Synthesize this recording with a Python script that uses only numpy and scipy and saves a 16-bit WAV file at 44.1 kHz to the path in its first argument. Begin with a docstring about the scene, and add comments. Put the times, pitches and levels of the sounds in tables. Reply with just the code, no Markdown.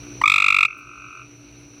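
"""Night on a concrete pool deck: insects, a distant chorus and a pump hum sound throughout.
First a tree frog trills close by, in short harmonic tones that glide up; deck, water and walls throw them back.
Gain control dips under this loud call, then slowly lifts the night again.
Next a second frog answers from farther off, duller and with more echo, amid faint treble rustles.
Last come faint, thin whistles, made of gliding sine tones."""
import sys
import numpy as np
from scipy import signal
from scipy.fft import rfft, irfft
from scipy.io import wavfile
from scipy.ndimage import uniform_filter1d

SR = 44100
rng = np.random.default_rng(int(sys.argv[2]) if len(sys.argv) > 2 else 0)


def transcribe(u):
    """Save the signal u as a 16-bit wav file named by the first command-line argument.

    u: samples, shape (n,) or (channels, n), limited to [-1, 1]; the rate is SR.
    q: integer samples, one column per channel.
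    """
    v = np.clip(np.atleast_2d(u).T, -1, 1)
    q = np.round(v * 32767).astype(np.int16)
    wavfile.write(sys.argv[1], SR, q)


def voltage_ratio(level):
    """Linear amplitude factor for a level in decibels (scalar or array-like)."""
    return 10 ** (np.asarray(level, float) / 20)


N = 79380  # samples, 1.8 s

# All levels below hold before the gain control.
# Color of the night air noise; only its shape counts: pitch_hz, level_db (per Hz)
NIGHT_COLOR = [(18, -63), (30, -10), (118, -3.5), (199, -4.5), (287, -2), (394, -6.5), (1670, -22),
               (2410, -34.5), (5040, -38.5), (5900, 1.5), (6720, -33), (9970, -29.5), (16000, -43)]
# Steady bands of many distant callers, flickering by chance:
# pitch_hz, width_hz (of each of three filters), level_db (before flicker), fastest_flicker_hz, flicker_share
CHORUS_BANDS = [(1296, 700, -71, 42, 0.36), (2456, 910, -64, 140, 0.1), (4043, 1380, -70.5, 10, 0.067),
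                (5744, 1340, -74, 180, 0.1)]
# Tones of the pump hum: pitch_hz, level_db (rms before wavering), waver_share
HUM_TONES = [(59, -68.5, 1), (120.2, -63, 0.69), (125.7, -66.5, 0.11), (150, -89, .4), (291.5, -58.5, 0.34),
             (351, -66.5, 0.42), (376.6, -77.5, 0.16), (418.6, -73, 0.26), (480, -78, 0.13),
             (637, -77, 0.3)]
# Faint treble rustles: start_s, level_db (before the treble filter), fade_s (time to fall 60 dB)
RUSTLE_EVENTS = [(0.778, -54, 0.018), (.785, -60, 0.11), (1.075, -86, 0.018)]
# Faint thin whistles: start_s, length_s, start_hz, middle_hz, end_hz, level_db (peak)
WHISTLE_GLIDES = [(1.135, .04, 11600, 11300, 10700, -82), (1.297, .065, 11100, 11450, 11550, -90),
                  (1.355, 0.052, 11600, 11700, 10700, -79), (1.545, 0.033, 11000, 11400, 11800, -83),
                  (1.57, .06, 9900, 10000, 10350, -73), (1.598, .08, 14600, 15100, 14200, -90)]
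# Single echoes of the far frog, the first one full and the rest thin: delay_s, level_db
FAR_FROG_ECHOES = [(.0038, -5), (.0065, -3), (.011, -7)]
# Single echoes of the near frog, the first one full and the rest thin: delay_s, level_db
NEAR_FROG_ECHOES = [(.0031, -11), (.0076, -18), (.0135, -27), (.030, -19), (.0535, -24), (.077, -23)]
# Moments at which the near pulses have swelled up: peak_s
NEAR_PEAKS = [(0.2179), (0.2408), (0.2599), (0.28), (0.3009), (0.3215), (0.3423), (0.3622), (0.3833),
              (0.4034), (0.4242), (0.4448), (0.4653), (0.4856), (0.506), (0.5265), (0.5471), (0.5677),
              (0.5889), (0.61), (0.6319), (0.6531)]
# The near call warms up, then holds: time_s, second_harmonic_db, pitch_hz (at the peak),
# fundamental_db (over the second harmonic, before the sac), glide_hz_per_s, treble_db (added), fall_s
CALL_WARMUP = [(0.22, -31, 988, 3.5, 3050, 5.5, 0.00035), (0.243, -16.5, 1178, 0, 12300, -7.5, 0.0027),
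               (0.258, -12.5, 1181, -8.5, 31500, -3, 0.0027), (.28, -8.5, 1162, -11, 35500, 3.5, 0.0018),
               (.30, -6, 1203, -12, 46300, 5, 0.0017), (0.422, -6, 1220, -12, 51800, -0.5, 0.002),
               (.65, -5, 1223, -13, 49100, -2, 0.0018)]
# Third harmonic upward: level_db (over the second, before treble_db)
OVERTONE_LEVELS = [-14.5, -33.5, -32, -31, -41]
# Airy rasp of each pulse: pitch_hz, width_hz, level_db (rough, over the pulse, before treble_db)
RASP_BANDS = [(4350, 1860, -37.5), (6160, 1600, -65), (7480, 640, -42.5), (9620, 240, -56),
              (11930, 240, -59.5), (14700, 300, -56.5)]

NIGHT_DB, HUM_DRIFT_TURNS = -57.5, 0.05  # air noise level; rms phase drift of the hum

# One pulse: swell time, and glide limits in seconds from the peak
RISE_S, GLIDE_FROM_S, GLIDE_TO_S = 0.0048, -0.0048, 0.0031
FIRST_FALL, OVERTONE_FALL = 1.25, 0.9  # fall times as shares of the second harmonic's
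WOBBLE, UNEVEN_DB = 0.004, 0.92  # rms pitch unsteadiness as a share; spread of pulse levels
SAC_HZ, SAC_WIDTH_HZ, SAC_SHARE = 1400, 260, 0.45  # vocal sac, for a 1200 Hz pitch
THROAT_HZ, THROAT_WIDTH_HZ, THROAT_SHARE = 2380, 600, 0.4  # throat, for a 1200 Hz pitch
RASP_RISE_S, RASP_FALL_S = 0.002, 0.0049

# Space: upper limit of the echoes; later ones favor the second harmonic
ECHO_TOP_HZ, THIN_HZ, THIN_WIDTH_HZ, THIN_SHARE = 3740, 2500, 1200, 0.75
NEAR_TAIL_DB, NEAR_TAIL_T60_S = -26, 0.6
FAR_TAIL_DB, FAR_TAIL_T60_S = 3, 0.27

# Far frog: peak k comes at start + gap * k + slowing * k^2
FAR_START_S, FAR_GAP_S, FAR_SLOWING_S, FAR_PULSES = 0.6864, 0.020357, 3.69e-5, 26
FAR_DB, FAR_SECOND_DB = -40.5, -2  # fundamental before the sac; second harmonic over it
FAR_HZ, FAR_GLIDE_HZ_PER_S, FAR_DULL_DB, FAR_FALL_S = 1291.6, 55000, -7.5, 0.00099

PUSH_HZ, PUSH_WIDTH_HZ, PUSH_DB = 100, 70, -27  # low thud with each near pulse; level before its filter

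# Gain control: most boost, level where it starts to turn down, smoothing time; then recovery share and speeds
BOOST_DB, KNEE_DB, GRAB_S = 13, -29, 0.013
QUICK_SHARE, QUICK_DB_PER_S, SLOW_DB_PER_S = 0.15, 55, 5


def evened(x):
    """Scales a sound to an rms of 1."""
    return x / np.sqrt(np.mean(x ** 2) + 1e-20)


def add(mix, s, sound):
    """Adds a sound at s seconds, cut off at the end of the mix."""
    part = mix[round(s * SR):][:len(sound)]
    part += sound[:len(part)]


def resonate(x, hz, width):
    """Rings at one pitch with a gain of about 1 there; a smaller width rings longer."""
    turn = np.exp(2j * np.pi * hz * np.arange(len(x)) / SR)
    r = np.exp(-np.pi * abs(width) / SR)
    return 2 * (turn * signal.lfilter([1 - r], [1, -r], x / turn)).real


def drift(hz):
    """Slow chance movement of rms 1, mostly below hz."""
    noise = rng.standard_normal(N + SR)
    return evened(signal.lfilter(*signal.butter(2, hz, fs=SR), noise)[SR:])  # skips the filter's start


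def air_noise():
    """Steady noise, shaped by scaling each of its frequencies."""
    f, db = np.transpose(NIGHT_COLOR)
    hz = np.fft.rfftfreq(N, 1 / SR)
    color = voltage_ratio(np.interp(np.log(hz + 1), np.log(f + 1), db))
    return voltage_ratio(NIGHT_DB) * evened(irfft(rfft(rng.standard_normal(N)) * color, N))


def distant_chorus():
    """Many insects and distant callers blur into flickering bands of noise."""
    out = np.zeros(N)
    for hz, width, db, rate, depth in CHORUS_BANDS:
        band = rng.standard_normal(N)
        for _ in range(3):
            band = resonate(band, hz, width)
        flicker = (1 + depth * drift(rate)) * voltage_ratio(drift(6))  # plus a slow drift of 1 dB rms
        out += voltage_ratio(db) * evened(band) * flicker
    return out


def pump_hum():
    """Steady sine tones whose loudness and phase waver by chance."""
    out, t = np.zeros(N), np.arange(N) / SR
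    for hz, db, waver in HUM_TONES:
        loudness = voltage_ratio(db) * np.sqrt(2) * (1 + waver * drift(7.9))
        turns = hz * t + HUM_DRIFT_TURNS * drift(1.7) + rng.random()
        out += loudness * np.sin(2 * np.pi * turns)
    return out


def rustles():
    """Short fading bursts of noise, kept to the treble above 8 kHz."""
    out, t = np.zeros(N), np.arange(4000) / SR
    treble = signal.butter(4, 8000, "high", fs=SR, output="sos")
    hiss = signal.sosfilt(treble, rng.standard_normal(4000))
    for s, db, t60 in RUSTLE_EVENTS:
        add(out, s, voltage_ratio(db - 60 * t / t60) * hiss)
    return out


def whistles():
    """Thin sine tones high in the treble, each gliding along a curve through three pitches."""
    out = np.zeros(N)
    for s, length, a, b, c, db in WHISTLE_GLIDES:
        u = np.arange(0, 1, 1 / (length * SR))  # share of the whistle passed
        hz = a + (4 * b - 3 * a - c) * u + 2 * (a + c - 2 * b) * u ** 2
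        tone = np.sin(2 * np.pi * np.cumsum(hz) / SR)
        add(out, s, voltage_ratio(db) * np.sin(np.pi * u) ** 0.5 * tone)
    return out


def space(x, echoes, tail_db, t60):
    """Surfaces throw sound back: one close full echo, then thinner single echoes and a diffuse tail."""
    t = np.arange(SR // 2) / SR
    tail = rng.standard_normal(len(t)) * voltage_ratio(-60 * t / t60) * np.minimum(t / 0.011, 1)  # builds up in 11 ms
    taps = voltage_ratio(tail_db) * tail / np.linalg.norm(tail)
    for s, db in echoes[1:]:
        taps[round(s * SR)] += voltage_ratio(db)
    dull = signal.lfilter(*signal.butter(2, ECHO_TOP_HZ, fs=SR), x)
    narrow = resonate(resonate(dull, THIN_HZ, THIN_WIDTH_HZ), THIN_HZ, THIN_WIDTH_HZ)
    thin = (1 - THIN_SHARE) * dull + THIN_SHARE * narrow
    out = x + signal.fftconvolve(thin, taps)[:N]
    first_delay, first_db = echoes[0]
    add(out, first_delay, voltage_ratio(first_db) * dull)
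    return out


def pulse(hz, first_db, glide, treble_db, fall):
    """A swelling, rising harmonic tone with sac ring and rasp; second harmonic at a gain of about 1."""
    t = np.arange(1600) / SR
    noise, wob = rng.standard_normal((2, len(t)))
    swell = np.sin(np.pi / 2 * np.minimum(t / RISE_S, 1)) ** 2
    past = np.maximum(t - RISE_S, 0) / fall

    unsteady = 1 + WOBBLE * evened(uniform_filter1d(wob, 40))
    pitch = hz * unsteady + glide * np.clip(t - RISE_S, GLIDE_FROM_S, GLIDE_TO_S)
    phase = 2 * np.pi * np.cumsum(pitch) / SR

    # The vocal sac lifts the fundamental as it rises and rings on
    first = swell / np.cosh(past / FIRST_FALL) * np.sin(phase)
    sac = resonate(first, SAC_HZ + hz - 1200, SAC_WIDTH_HZ)
    first = (1 - SAC_SHARE) * first + 3 * SAC_SHARE * sac

    # The throat firms the second harmonic
    second = swell / np.cosh(past) * np.sin(2 * phase)
    throat = resonate(second, THROAT_HZ * hz / 1200, THROAT_WIDTH_HZ)
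    second = (1 - THROAT_SHARE) * second + THROAT_SHARE * throat

    high = sum(voltage_ratio(db) * np.sin((k + 3) * phase) for k, db in enumerate(OVERTONE_LEVELS))
    high = high * swell / np.cosh(past / OVERTONE_FALL)

    # Airy noise, puffing once per cycle of the fundamental
    puff_shape = np.minimum(t / RASP_RISE_S, 1) / np.cosh(np.maximum(t - 0.003, 0) / RASP_FALL_S)
    puff = noise * puff_shape * (1 + np.cos(phase))
    rasp = np.zeros(len(t))
    for f, width, db in RASP_BANDS:
        rasp += voltage_ratio(db) * np.sqrt(SR / width) * resonate(resonate(puff, f, 2 * width), f, width)

    tone = voltage_ratio(first_db) * first + second + voltage_ratio(treble_db) * (high + rasp)
    return voltage_ratio(UNEVEN_DB * wob[0]) * tone


def far_frog():
    """The same kind of pulses at steady settings, dull and full of echo, slowing a little."""
    out = np.zeros(N)
    for k in range(FAR_PULSES):
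        peak = FAR_START_S + FAR_GAP_S * k + FAR_SLOWING_S * k ** 2
        sound = pulse(FAR_HZ, -FAR_SECOND_DB, FAR_GLIDE_HZ_PER_S, FAR_DULL_DB, FAR_FALL_S)
        add(out, peak - RISE_S, voltage_ratio(FAR_DB + FAR_SECOND_DB) * sound)
    return space(out, FAR_FROG_ECHOES, FAR_TAIL_DB, FAR_TAIL_T60_S)


def near_frog():
    """The loud trill warms up and echoes; a smooth push rings as a low thud with each pulse."""
    out, push = np.zeros((2, N))
    at, *controls = np.transpose(CALL_WARMUP)
    for s in NEAR_PEAKS:
        db, hz, first_db, glide, treble_db, fall = (np.interp(s, at, c) for c in controls)
        add(out, s - RISE_S, voltage_ratio(db) * pulse(hz, first_db, glide, treble_db, fall))
        add(push, s - RISE_S, voltage_ratio(db + treble_db + PUSH_DB) * np.hanning(200))
    thuds = resonate(push, PUSH_HZ, PUSH_WIDTH_HZ)
    return space(out, NEAR_FROG_ECHOES, NEAR_TAIL_DB, NEAR_TAIL_T60_S) + thuds


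def scene():
    """Adds the night and both frogs into one channel."""
    night = air_noise() + distant_chorus() + pump_hum() + rustles()
    return (night + whistles() + far_frog() + near_frog())[None]


def low_pass(x):
    """Removes everything above the highest recorded frequency."""
    return signal.sosfilt(signal.butter(12, 16270, fs=SR, output="sos"), x)


def record(dry):
    """Gain control lifts quiet sound, drops under the call, recovers partly fast, partly slowly."""
    power_db = 10 * np.log10(abs(uniform_filter1d(dry[0] ** 2, 900)) + 1e-12)
    over = np.clip(power_db - KNEE_DB, 0, BOOST_DB)
    t, cut = np.arange(N) / SR, 0
    for share, speed in (QUICK_SHARE, QUICK_DB_PER_S), (1 - QUICK_SHARE, SLOW_DB_PER_S):
        # Follows each rise at once, then lets go at a steady speed
        held = np.maximum.accumulate(share * over + speed * t) - speed * t
        cut = cut + np.maximum(held, 0)
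    r = np.exp(-1 / (GRAB_S * SR))
    smooth_cut = signal.lfilter([1 - r], [1, -r], cut)
    mix = dry * voltage_ratio(BOOST_DB - smooth_cut)
    return low_pass(mix)


dry = scene()
out = record(dry)
transcribe(out)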